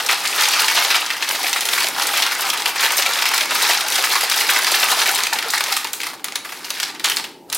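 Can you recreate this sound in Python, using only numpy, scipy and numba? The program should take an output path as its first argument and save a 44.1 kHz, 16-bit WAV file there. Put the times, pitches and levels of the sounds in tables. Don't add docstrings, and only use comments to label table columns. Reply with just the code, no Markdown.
import sys
import numpy as np
from scipy import signal
from scipy.fft import rfft, irfft, next_fast_len
from scipy.io import wavfile
from scipy.ndimage import uniform_filter1d, minimum_filter1d
from numba import njit

SR = 44100
rng = np.random.default_rng(int(sys.argv[2]) if len(sys.argv) > 2 else 0)


def rack_gain(trim_db):
    fader = np.asarray(trim_db, float)
    return 10 ** (fader / 20)


def file_out(sig):
    cols = np.atleast_2d(sig).T
    lim = np.clip(cols, -1, 1)
    pcm = np.round(lim * 32767).astype(np.int16)
    wavfile.write(sys.argv[1], SR, pcm)


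N = 334057


def level(x, db):
    return x * rack_gain(db) / np.sqrt(np.mean(x ** 2))


def colour(x, points):
    hz, db = np.transpose(points)
    bin_hz = np.fft.rfftfreq(2048, 1 / SR) + 1
    log_gain = np.interp(np.log(bin_hz), np.log(hz), db) * np.log(10) / 20
    cepstrum = irfft(log_gain)
    cepstrum[1:1024] *= 2
    response = irfft(np.exp(rfft(cepstrum[:1025], 2048)))
    size = next_fast_len(x.shape[-1])
    filtered = irfft(rfft(x, size) * rfft(response, size), size)
    return filtered[..., :x.shape[-1]]


@njit
def rings(length, start, hz, cycles, size, aside):
    out = np.zeros((2, length))
    for g in range(len(start)):
        step = np.exp((2j * np.pi - 1 / cycles[g]) * hz[g] / SR)
        swing = size[g] + 0j
        end = min(length, start[g] + int(6 * cycles[g] * SR / hz[g]) + 2)
        for i in range(start[g], end):
            swing *= step
            out[0, i] += swing.imag
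            out[1, i] += swing.imag * aside[g]
    return out


def grains(s, hz, cycles, size):
    push, aside = rng.standard_normal((len(s), 2)).T
    start = np.clip(s * SR, 0, N - 1).astype(np.int64)
    hz, cycles = np.clip(hz, 100., 17000.), np.clip(cycles, .2, 9999.)
    return rings(N, start, hz, cycles, size * np.sign(push), aside)


def walk(rate):
    hold = int(SR / rate)
    steps = np.repeat(rng.standard_normal(N // hold + 1), hold)
    return 2.0 * uniform_filter1d(steps, hold)[:N]


def swarm(low_hz, high_hz, cycles, scatter_db, clump_db, count, tilt_db=np.zeros(N)):
    when, pitch, ring, big = rng.random((count, 4)).T
    hz = low_hz * (high_hz / low_hz) ** pitch
    at = (when * (N - 1)).astype(int)
    db = clump_db[at] + tilt_db[at] * np.log2(hz / 2200) - scatter_db * np.log(1 - big)
    return grains(when * N / SR, hz, cycles * (.5 + ring), hz * rack_gain(db))


def burst(s, db, hz, length, spread, cycles, count):
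    when, pitch, big = np.moveaxis(rng.random((len(s), count, 3)), 2, 0)
    late = -np.log(1 - .93 * when) * (np.arange(count) > 0)
    size = rack_gain(db[:, None] - 8.6 * big - 2.56 * late)
    tone = hz[:, None] * 2 ** (spread * (pitch - .5) * np.abs(2 * pitch - 1))
    times = s[:, None] + np.clip(length, .0005, .06)[:, None] * late
    return grains(times.ravel(), tone.ravel(), cycles * np.ones(size.size), size.ravel())


# (frequency [Hz], level [dB per Hz])
AIR_TONE = [(15, -62), (30, -40), (100, -19), (125, -9), (230, -5.5), (290, 0.5), (400, -2), (520, -7),
            (720, -11.5), (900, -3), (1040, -28), (2200, -44), (11000, -49), (16000, -48)]
# (frequency [Hz], level [dB])
MAINS_LINES = [(59.5, -70), (119, -77)]


def hum():
    air = level(colour(rng.standard_normal((2, N)), AIR_TONE), -45) * rack_gain(0.75 * walk(5.5))
    t = np.arange(N) / SR
    lines = sum(rack_gain(db) * np.sin(2 * np.pi * hz * t) for hz, db in MAINS_LINES)
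    return air + np.array([lines, 0 * lines])


# (frequency [Hz], time to die 60 dB [s])
ROOM_DECAY = [(300, 0.33), (1500, 0.4), (5000, 0.4), (12000, 0.28)]


def walls(x, count=6):
    t = np.arange(int(.6 * SR)) / SR
    decay_hz, decay_s = np.transpose(ROOM_DECAY)
    tail = 0
    for hz in 125 * 2. ** np.arange(8):
        octave = [hz / 1.41, min(hz * 1.41, 20000)]
        band = signal.butter(1, octave, "band", fs=SR, output="sos")
        t60 = np.interp(np.log(hz), np.log(decay_hz), decay_s)
        noise = signal.sosfilt(band, rng.standard_normal((count, 2, len(t))))
        tail = tail + noise * 1000 ** (-t / t60)
    tail = tail * np.clip(t / 0.0014, 0, 1)
    tail = tail / np.sqrt(np.sum(tail[0, 0] ** 2))
    turn = (np.arange(N) / SR / .09 - np.arange(count)[:, None]) % count
    place = np.sin(np.pi * np.clip(turn / 2, 0, 1))
    echoes = signal.fftconvolve((x * place)[:, None], tail, axes=2)
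    return rack_gain(-7.5) * echoes.sum(axis=0)[:, :N]


# (frequency [Hz], level [dB], time to die 60 dB [s])
BOWL_TONES = [(6360, 0, .1), (9880, -4, .07), (11020, -1, .08), (12150, -1, .1), (13400, -1, .1),
              (14720, -7, .06)]


def bowl():
    hz, db, t60 = np.transpose(BOWL_TONES)
    return grains(2.970 + 0 * hz, hz, t60 * hz / np.log(1000), rack_gain(db - db.max() - 18))


# (time [s], level [dB], ring pitch [Hz], length [s])
LANDING_CHIPS = [(.001, -17.5, 2140, 0.0096), (0.088, -16, 2480, 0.03), (.129, -15.5, 1800, 0.0031),
                 (0.253, -22, 2680, .026), (0.409, -11, 3470, 0.006), (0.6823, -13.5, 3000, 0.0071),
                 (0.849, -19, 4200, 0.0062), (0.9036, -8.5, 2680, .011), (0.945, -13.5, 2540, .017),
                 (1.104, -18.5, 2440, .015), (1.225, -17.5, 2950, 0.0099), (1.31, -18, 2530, 0.005),
                 (1.53, -18, 3730, 0.012), (1.561, -17.5, 1840, 0.014), (1.6097, -22.5, 3170, 0.012),
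                 (1.6874, -17.5, 3370, 0.0056), (1.734, -17, 3220, 0.0061), (1.8074, -16.5, 2510, 0.0059),
                 (1.843, -19.5, 3800, 0.0044), (1.983, -20, 1890, 0.0065), (2.02, -18, 3020, 0.0068),
                 (2.162, -20, 2760, 0.02), (2.222, -12.5, 2920, .012), (2.532, -19, 1950, 0.017),
                 (2.658, -10.5, 2800, .0073), (2.826, -17, 2500, .013), (2.998, -20, 2390, 0.0086),
                 (3.022, -20, 3570, .012), (3.062, -15, 2330, .0089), (3.135, -23, 3400, .0079)]
# (time [s], level [dB], ring pitch [Hz], length [s])
JAMMED_CHIPS = [(3.2544, -15, 2260, 0.018), (3.2866, -20, 2320, 0.0035), (3.337, -8.5, 1900, 0.006),
                (3.408, -18, 2920, .011), (3.508, -19, 2370, .009), (3.901, -28, 4070, 0.0097),
                (4.039, -13, 2280, 0.0098), (4.154, -11, 2100, 0.0089), (4.2985, -13, 2730, .0034),
                (4.314, -13, 2480, .011), (4.4916, -15, 2350, 0.02), (4.646, -12.5, 3520, 0.0024),
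                (4.668, -15, 2560, 0.011), (4.7413, -9.5, 2320, .013), (4.829, -9, 2500, 0.0074),
                (4.916, -15, 1770, 0.0089), (5.092, -14, 3050, .0049), (5.188, -20, 2770, 0.0089),
                (5.2356, -18.5, 3760, 0.0062), (5.2684, -15.5, 2550, .0062), (5.3277, -15.5, 1860, 0.014),
                (5.3873, -19, 3260, .0058), (5.426, -19, 2540, 0.0051), (5.502, -23, 3990, 0.0046),
                (5.536, -15.5, 1850, 0.014), (5.58, -24, 3880, .0064), (5.607, -16, 2280, .0066),
                (5.725, -13.5, 2900, 0.0047), (5.766, -15, 2500, .0065), (5.845, -20.5, 2170, 0.01)]
# (time [s], level [dB], ring pitch [Hz], length [s])
PICKED_CHIPS = [(5.87, -27, 3000, .007), (5.933, -28, 3320, 0.012), (6.002, -23, 2300, 0.006),
                (6.033, -22, 2330, 0.0088), (6.069, -23.5, 2150, .0047), (6.1, -24, 1370, 0.0025),
                (6.133, -27.5, 1330, 0.0063), (6.195, -38, 2360, .0079), (6.243, -25, 2420, 0.015),
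                (6.284, -25, 2640, 0.0035), (6.322, -30.5, 3200, .0072), (6.357, -20.5, 3920, .0068),
                (6.448, -26, 1700, .018), (6.4917, -28.5, 2260, 0.0068), (6.522, -26.5, 1830, 0.0092),
                (6.645, -29, 2730, .018), (6.7035, -20.5, 4270, 0.0049), (6.8, -19, 3280, 0.0078),
                (6.83, -18.5, 3520, 0.006), (6.949, -31, 2190, .0044), (6.9966, -28, 2530, .012),
                (7.041, -23, 2450, 0.0045), (7.0438, -15.5, 2940, .02), (7.098, -16, 2980, .0056),
                (7.117, -20.5, 2730, .0068), (7.169, -20, 3500, .0128), (7.2416, -26.5, 2690, 0.0094),
                (7.5, -30, 4330, .0047), (7.521, -28, 1800, .004), (7.527, -23.5, 3540, 0.013),
                (7.551, -24, 5300, .0035)]
# (time [s], peak level [dB], ring pitch [Hz], length [s])
MORE_CHIPS = [(0.0634, -12.5, 5500, 0.0071), (0.2204, -16, 1370, 0.0072), (0.303, -14, 1440, 0.008),
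              (0.3814, -9, 1520, 0.0083), (0.396, -8, 3460, 0.008), (0.4344, -8, 4430, 0.0082),
              (0.4544, -5, 3140, 0.0078), (0.4856, -8.5, 5570, 0.0078), (0.5347, -0.5, 2730, 0.0088),
              (0.5644, -7, 1240, 0.0076), (0.594, -2.5, 3250, 0.008), (0.7, -7, 2720, 0.0082),
              (0.7735, -1, 2760, 0.0078), (0.824, -6.5, 2380, 0.0082), (0.954, -6, 2550, 0.0083),
              (1.011, -14, 2170, 0.007), (1.0624, -14.5, 4450, 0.007), (1.1662, -15, 2400, 0.0087),
              (1.288, -10, 3670, 0.0075), (1.351, -13, 3740, 0.008), (1.4295, -11.5, 2880, 0.0077),
              (1.465, -8.5, 1900, 0.008), (1.6536, -9.5, 3920, 0.008), (1.7774, -3.5, 1670, 0.0091),
              (1.869, -8, 2780, 0.0072), (1.888, -13, 1600, 0.008), (1.963, -11, 1600, 0.0083),
              (1.998, -6.5, 2110, 0.0078), (2.069, -10.5, 4730, 0.0077), (2.088, -7, 1920, 0.008),
              (2.137, -8, 1610, 0.0083), (2.2648, -7, 2580, 0.0082), (2.3206, -10, 2360, 0.008),
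              (2.3944, -9, 1300, 0.008), (2.451, -10, 1520, 0.008), (2.4885, -7.5, 1590, 0.008),
              (2.574, -12, 2880, 0.008), (2.601, -12, 1630, 0.008), (2.6204, -12, 3500, 0.008),
              (2.759, -6.5, 1740, 0.008), (2.7944, -10, 2290, 0.008), (2.856, -6, 1860, 0.008),
              (2.905, -8, 2550, 0.0078), (2.935, -8.5, 1610, 0.008),
              (3.091, -10, 1230, 0.0087), (3.109, -8, 1650, 0.008), (3.156, -9, 1740, 0.0077),
                 (3.188, -7.5, 2420, 0.008), (3.2214, -9, 2080, 0.0085), (3.238, -6, 1300, 0.0079),
                 (3.315, -9, 1380, 0.008), (3.378, -6, 2840, 0.008), (3.4554, -11, 1610, 0.0078),
                 (3.52, -8.5, 1300, 0.008), (3.5505, -11, 2170, 0.0083), (3.5624, -11, 3730, 0.008),
                 (3.602, -15.5, 2790, 0.008), (3.628, -11, 4050, 0.008), (3.735, -12, 1340, 0.0068),
                 (3.8085, -14, 4030, 0.008), (3.8644, -7, 1640, 0.0083), (3.883, -13, 5600, 0.0073),
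                 (3.9224, -10, 4100, 0.008), (3.9559, -6, 4900, 0.008), (4.0694, -9, 1700, 0.008),
                 (4.129, -8, 1270, 0.0077), (4.206, -8, 2340, 0.008), (4.237, -9, 2320, 0.008),
                 (4.342, -8, 3070, 0.008), (4.4085, -6, 2060, 0.0082), (4.5623, -1, 2040, 0.008),
                 (4.627, -9.5, 1670, 0.0073), (4.718, -5, 3730, 0.0078), (4.8854, -7, 2400, 0.008),
                 (4.9904, -6, 2730, 0.0083), (5.018, -6, 2960, 0.0077), (5.058, -6, 2380, 0.008),
                 (5.1575, -8, 4200, 0.0077), (5.6394, -11, 4130, 0.008), (5.661, -12, 2040, 0.0091),
                 (5.686, -11, 1840, 0.008), (6.0154, -15, 3600, 0.0076), (7.0563, -7.5, 4080, 0.0074)]


def knock_rows():
    full = LANDING_CHIPS + JAMMED_CHIPS + PICKED_CHIPS
    s, db, hz, length = np.transpose(full + MORE_CHIPS)
    by_peak = np.arange(len(s)) >= len(full)
    return s, db - 12 * by_peak, hz, length


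# (time [s], chip rattle level [dB], time to build 10 dB [s], time to die 10 dB [s])
BAG_JOLTS = [(.035, -25.5, 2, 0.2), (.11, -19.5, 0.04, .05), (.19, -28, 0.5, 0.4), (.268, -20.5, 0.12, 0),
             (.33, -26, 0.3, .06), (.419, -18.5, 0.1, 0.34), (.607, -16.5, 0.34, 0.09),
             (0.784, -15, 0.11, 0.1), (.96, -20.5, 0.1, 0.09), (1.04, -26.5, .06, 0.2),
             (1.1, -24.5, -0.1, 0.1), (1.302, -20, 0.12, 0.2), (1.49, -21, 0.13, 0.1),
             (1.81, -17.5, 0.2, 0.1), (2.015, -18.5, 0.1, 0.14), (2.164, -20.5, 0.08, 0.26),
             (2.341, -20, .19, 0.16), (2.51, -21, 0.13, 0), (2.6, -26, 0.25, .1), (2.69, -16, .05, .025),
             (2.77, -20, .02, 0.3), (2.84, -13.5, 0.07, 0.1), (2.98, -17, .08, .1),
             (3.19, -18.5, 0.2, 0.14), (3.36, -19, 0.12, .12), (3.45, -27, .04, .03), (3.53, -23, .03, 0.2),
             (3.69, -12, 0.16, 0.12), (3.965, -16.5, 0.1, .06), (4.035, -16, .05, .035),
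             (4.156, -17.5, 0.11, 0.04), (4.421, -16, 0.31, 0.01), (4.567, -15.5, 0.18, 0.05),
             (4.749, -17.5, 0.2, 0.27), (5.015, -15.5, 0.3, 0.1544), (5.175, -16.5, 0.08, 0.1047),
             (5.36, -23.5, .05, 0.045), (5.575, -24, 0.25, 0.1), (5.745, -22.5, 0.35, 0.09)]
# (time [s], chip rattle level [dB], time to build 10 dB [s], time to die 10 dB [s])
FINGER_STIRS = [(5.88, -33, .15, .04), (5.97, -36, .04, .05), (6.08, -30, 0.15, .07), (6.17, -42, .05, .04),
                (6.27, -38.5, .03, 0.1), (6.4, -39, .05, .15), (6.55, -36, 0.08, 0.15),
                (6.66, -33, .08, .1), (6.78, -29, 0.15, .12), (6.891, -27, 0.12, .03),
                (6.96, -36, .06, .06), (7.06, -28, .02, .11), (7.2, -31, .09, .07), (7.28, -46, .04, .07),
                (7.505, -37, .016, .03), (7.55, -27, .02, .04)]


def effort():
    rest_db, rounding = -66, 1.32
    s, db, _, length = knock_rows()
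    surges = [s + .5 * length, db - 6, 0.0066 + 0 * s, 2.5 * length]
    moves = np.transpose(BAG_JOLTS + FINGER_STIRS) + [[0], [-2], [0], [0]]
    s, db, build, die = np.hstack([moves, surges])[:, :, None]
    since = np.arange(0, N, 64) / SR - s
    pace = np.clip(np.abs(np.where(since < 0, build, die)), .002, .35)
    each = db - 10 * (np.abs(since) / pace) ** rounding
    total = 10 * np.log10(np.sum(rack_gain(2 * each), axis=0) + rack_gain(2 * rest_db))
    return np.interp(np.arange(N) / 64, np.arange(len(total)), total)


# (time [s], peak level [dB])
FOIL_CREASES = [(0.1124, -9), (0.2744, 2), (1.608, -7.5), (1.6533, -14), (2.069, -3), (2.5, -1),
                (2.92, -3), (2.968, 1), (3.288, -5.5), (3.344, -1), (3.55, -5), (4.025, -11), (4.298, -5),
                (4.375, -8), (4.5353, -8), (4.7164, -4), (5.114, -4.5), (5.3326, -4), (5.5053, -2.5),
                (5.7672, -3.5), (5.9323, -5), (6.2435, -9), (6.356, -16), (6.7038, -21), (6.8293, -20),
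                (7.0419, -16.5), (7.0979, -1), (7.1626, -12), (7.5268, -9), (7.5476, 2)]
# (time [s], peak level [dB])
MORE_CREASES = [(0.4075, -5), (0.603, -8), (0.619, -7.5), (0.6809, -12), (1.29, -11), (1.4315, -14),
                (1.494, -11), (1.531, -16), (1.7315, -18), (1.8046, -9), (1.8856, -9), (2.1735, -4),
                (2.3506, -15), (2.4078, -6), (2.5742, -18), (2.6599, -10), (2.808, -10), (3.1343, -14),
                (3.2246, -14), (3.255, -8), (3.38, -5), (3.457, -11), (3.6232, -7), (3.676, -9),
                (3.8097, -12), (3.9016, -11), (4.0485, -5), (4.21, -9), (4.236, -7), (4.3185, -10),
                (4.4189, -12), (4.479, -12), (4.562, -14), (4.5885, -8), (4.6339, -13), (4.8, -5),
                (4.8419, -6), (5.0324, -15), (5.0742, -6), (5.1506, -7), (5.234, -15), (5.4845, -17),
                (5.5792, -15), (5.723, -14), (5.7384, -16)]


def snaps(count=70):
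    when, big = rng.random((count, 2)).T
    at = (when * (N - 1)).astype(int)
    stray_db = effort()[at] + 3.5 + 3.4 * np.log(big)
    stray = [when * N / SR, stray_db]
    s, db = np.hstack([np.transpose(FOIL_CREASES), np.transpose(MORE_CREASES), stray])
    ticks = burst(s, db + 0.5, 9000 + 0 * s, .002 + 0 * s, spread=2.5, cycles=0.83, count=8)
    return colour(ticks, [(100, -57), (1500, -9), (4000, 6.5), (16000, 11)])


def knocks():
    s, db, hz, length = knock_rows()
    bare = np.arange(len(s)) < len(LANDING_CHIPS)
    crack = burst(s, db - 7, 1.5 * hz, 0.00069 + 0 * s, spread=3.4, cycles=0.93, count=5)
    db = db + 10 * np.log10(np.abs(length) * hz / 9.7)
    spread = 2.44 * np.where(bare, 0.82, 1)[:, None]
    wood = burst(s, db, hz, .55 * length, spread=spread, cycles=1.98, count=28)
    rasp = burst(s, db - 4.5 - 3 * bare, 10000 + 0 * s, .5 * length, spread=2.7, cycles=0.97, count=14)
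    tone = [(40, -71), (300, -16), (900, 1.5), (1500, 0.0), (7000, 10.0), (16000, 12.5)]
    return colour(wood + rasp + crack, tone)


def patter(tilt_db, clump_db, count):
    when, pitch, big, long = rng.random((count, 4)).T
    hz = 750 * 8.5 ** pitch
    at = (when * (N - 1)).astype(int)
    db = clump_db[at] + (5 + tilt_db[at]) * np.log2(hz / 2200) - 2.0 * np.log(1 - big)
    return burst(when * N / SR, db, hz, .002 + .005 * long, spread=1.07, cycles=3.8, count=9)


# (frequency [Hz], level [dB per Hz])
CHIP_TONE = [(150, -71.5), (250, -29.5), (393, -2), (619, -12.5), (816, 0.5), (1160, -1.5), (1260, 1.5),
             (1410, 0), (2490, -0.5), (5090, -2.5), (12000, -19), (15600, -51), (22000, -120)]
# (frequency [Hz], level [dB per Hz])
FOIL_TONE = [(1000, -42), (4000, 4.5), (7000, 0.5), (10000, 2), (13000, 2.5), (15000, -2), (16500, 0.5)]
# (time [s], foil above the chips [dB], hollow thump above the chips [dB], brightness [dB per octave])
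BAG_GRIP = [(0, -8, -13.5, 0.5), (.26, -7, -19, -0.5), (.6, -8, -19, 0.8), (1.15, -8, -19, 1),
            (1.5, -3.5, -15.5, 1), (2.1, -6, -16, 0), (2.6, -8.5, -17, -0.5), (3.3, -8.5, -16.5, 0.9),
            (4.0, -6.5, -16.5, 1), (4.6, -7, -14, 0.5), (5.13, -5, -15, 0), (5.42, -9, -17, -0.4),
            (5.9, -2, -18.5, 1), (6.3, -7, -19.5, 1), (6.7, -2, -20, 1.5), (6.85, -8, -31, 1.5),
            (7.3, -7, -29, 0.54), (7.55, -1.5, -20, 0.5)]


def shaking():
    s, *columns = np.transpose(BAG_GRIP)
    t = np.arange(N) / SR
    foil_db, thump_db, tilt_db = (np.interp(t, s, column) for column in columns)
    chip_db = effort()
    calm_db = -21 - chip_db
    foil_db = foil_db - 0.16 * np.maximum(calm_db, 0)
    thump_db = thump_db + 0.36 * calm_db
    tilt_db = tilt_db - 0.13 * np.clip(calm_db, 0, 20)

    jostle = walk(55)
    slide = swarm(504.0, 11480.0, cycles=2.24, scatter_db=2.0, clump_db=.8 * jostle, count=30000,
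                  tilt_db=0.78 * tilt_db)
    small_knocks = patter(2.0 * tilt_db, 0.92 * jostle, count=2600)
    chips = level(colour(slide, CHIP_TONE), -5) + level(colour(small_knocks, CHIP_TONE), -4.0)
    crackle = swarm(3820.0, 15600.0, cycles=1.5, scatter_db=2.5, clump_db=1.2 * jostle + 1.5 * walk(70),
                    count=50000)
    foil = level(colour(crackle, FOIL_TONE), -0.37)
    air = swarm(257.0, 787.0, cycles=2.16, scatter_db=2.5, clump_db=2.75 * jostle, count=3000)
    thump = level(colour(air, [(40, -63.5), (300, -9.5), (800, 4.5), (1600, -23.5)]), -1.8)
    return rack_gain(chip_db) * (chips + rack_gain(foil_db) * foil + rack_gain(thump_db) * thump)


# (frequency [Hz], side minus mid [dB])
STEREO_WIDTH = [(60, -21), (110, -27), (200, -19.5), (380, -17), (700, -18.5), (1290, -23), (2380, -17),
                (4400, -14.5), (8120, -10), (15000, -14)]


def scene():
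    near = shaking() + knocks() + snaps() + bowl()
    lag = int(.0031 * SR)
    bounce = np.pad(near, ((0, 0), (lag, 0)))[:, :N]
    near = near + rack_gain(-30.5) * bounce
    mid, side = near + walls(near[0]) + hum()
    side = colour(side, STEREO_WIDTH)
    return np.array([rack_gain(0.35) * (mid + side), mid - side])


def band_limit(x):
    return signal.sosfilt(signal.butter(12, 16500, fs=SR, output="sos"), x)


def record(dry):
    low_hz, top_hz, hiss_db = 90, 15800, -58
    room_left = np.minimum(1, 0.75 / (np.abs(dry).max(axis=0) + 1e-9))
    gain = uniform_filter1d(minimum_filter1d(room_left, size=131), size=131)
    x = dry * gain + rack_gain(hiss_db) * rng.standard_normal(N)
    x = signal.sosfilt(signal.butter(1, low_hz, "high", fs=SR, output="sos"), x)
    x = signal.sosfilt(signal.ellip(8, .2, 40, top_hz, fs=SR, output="sos"), x)
    return band_limit(x)


dry = scene()
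out = record(dry)
file_out(out)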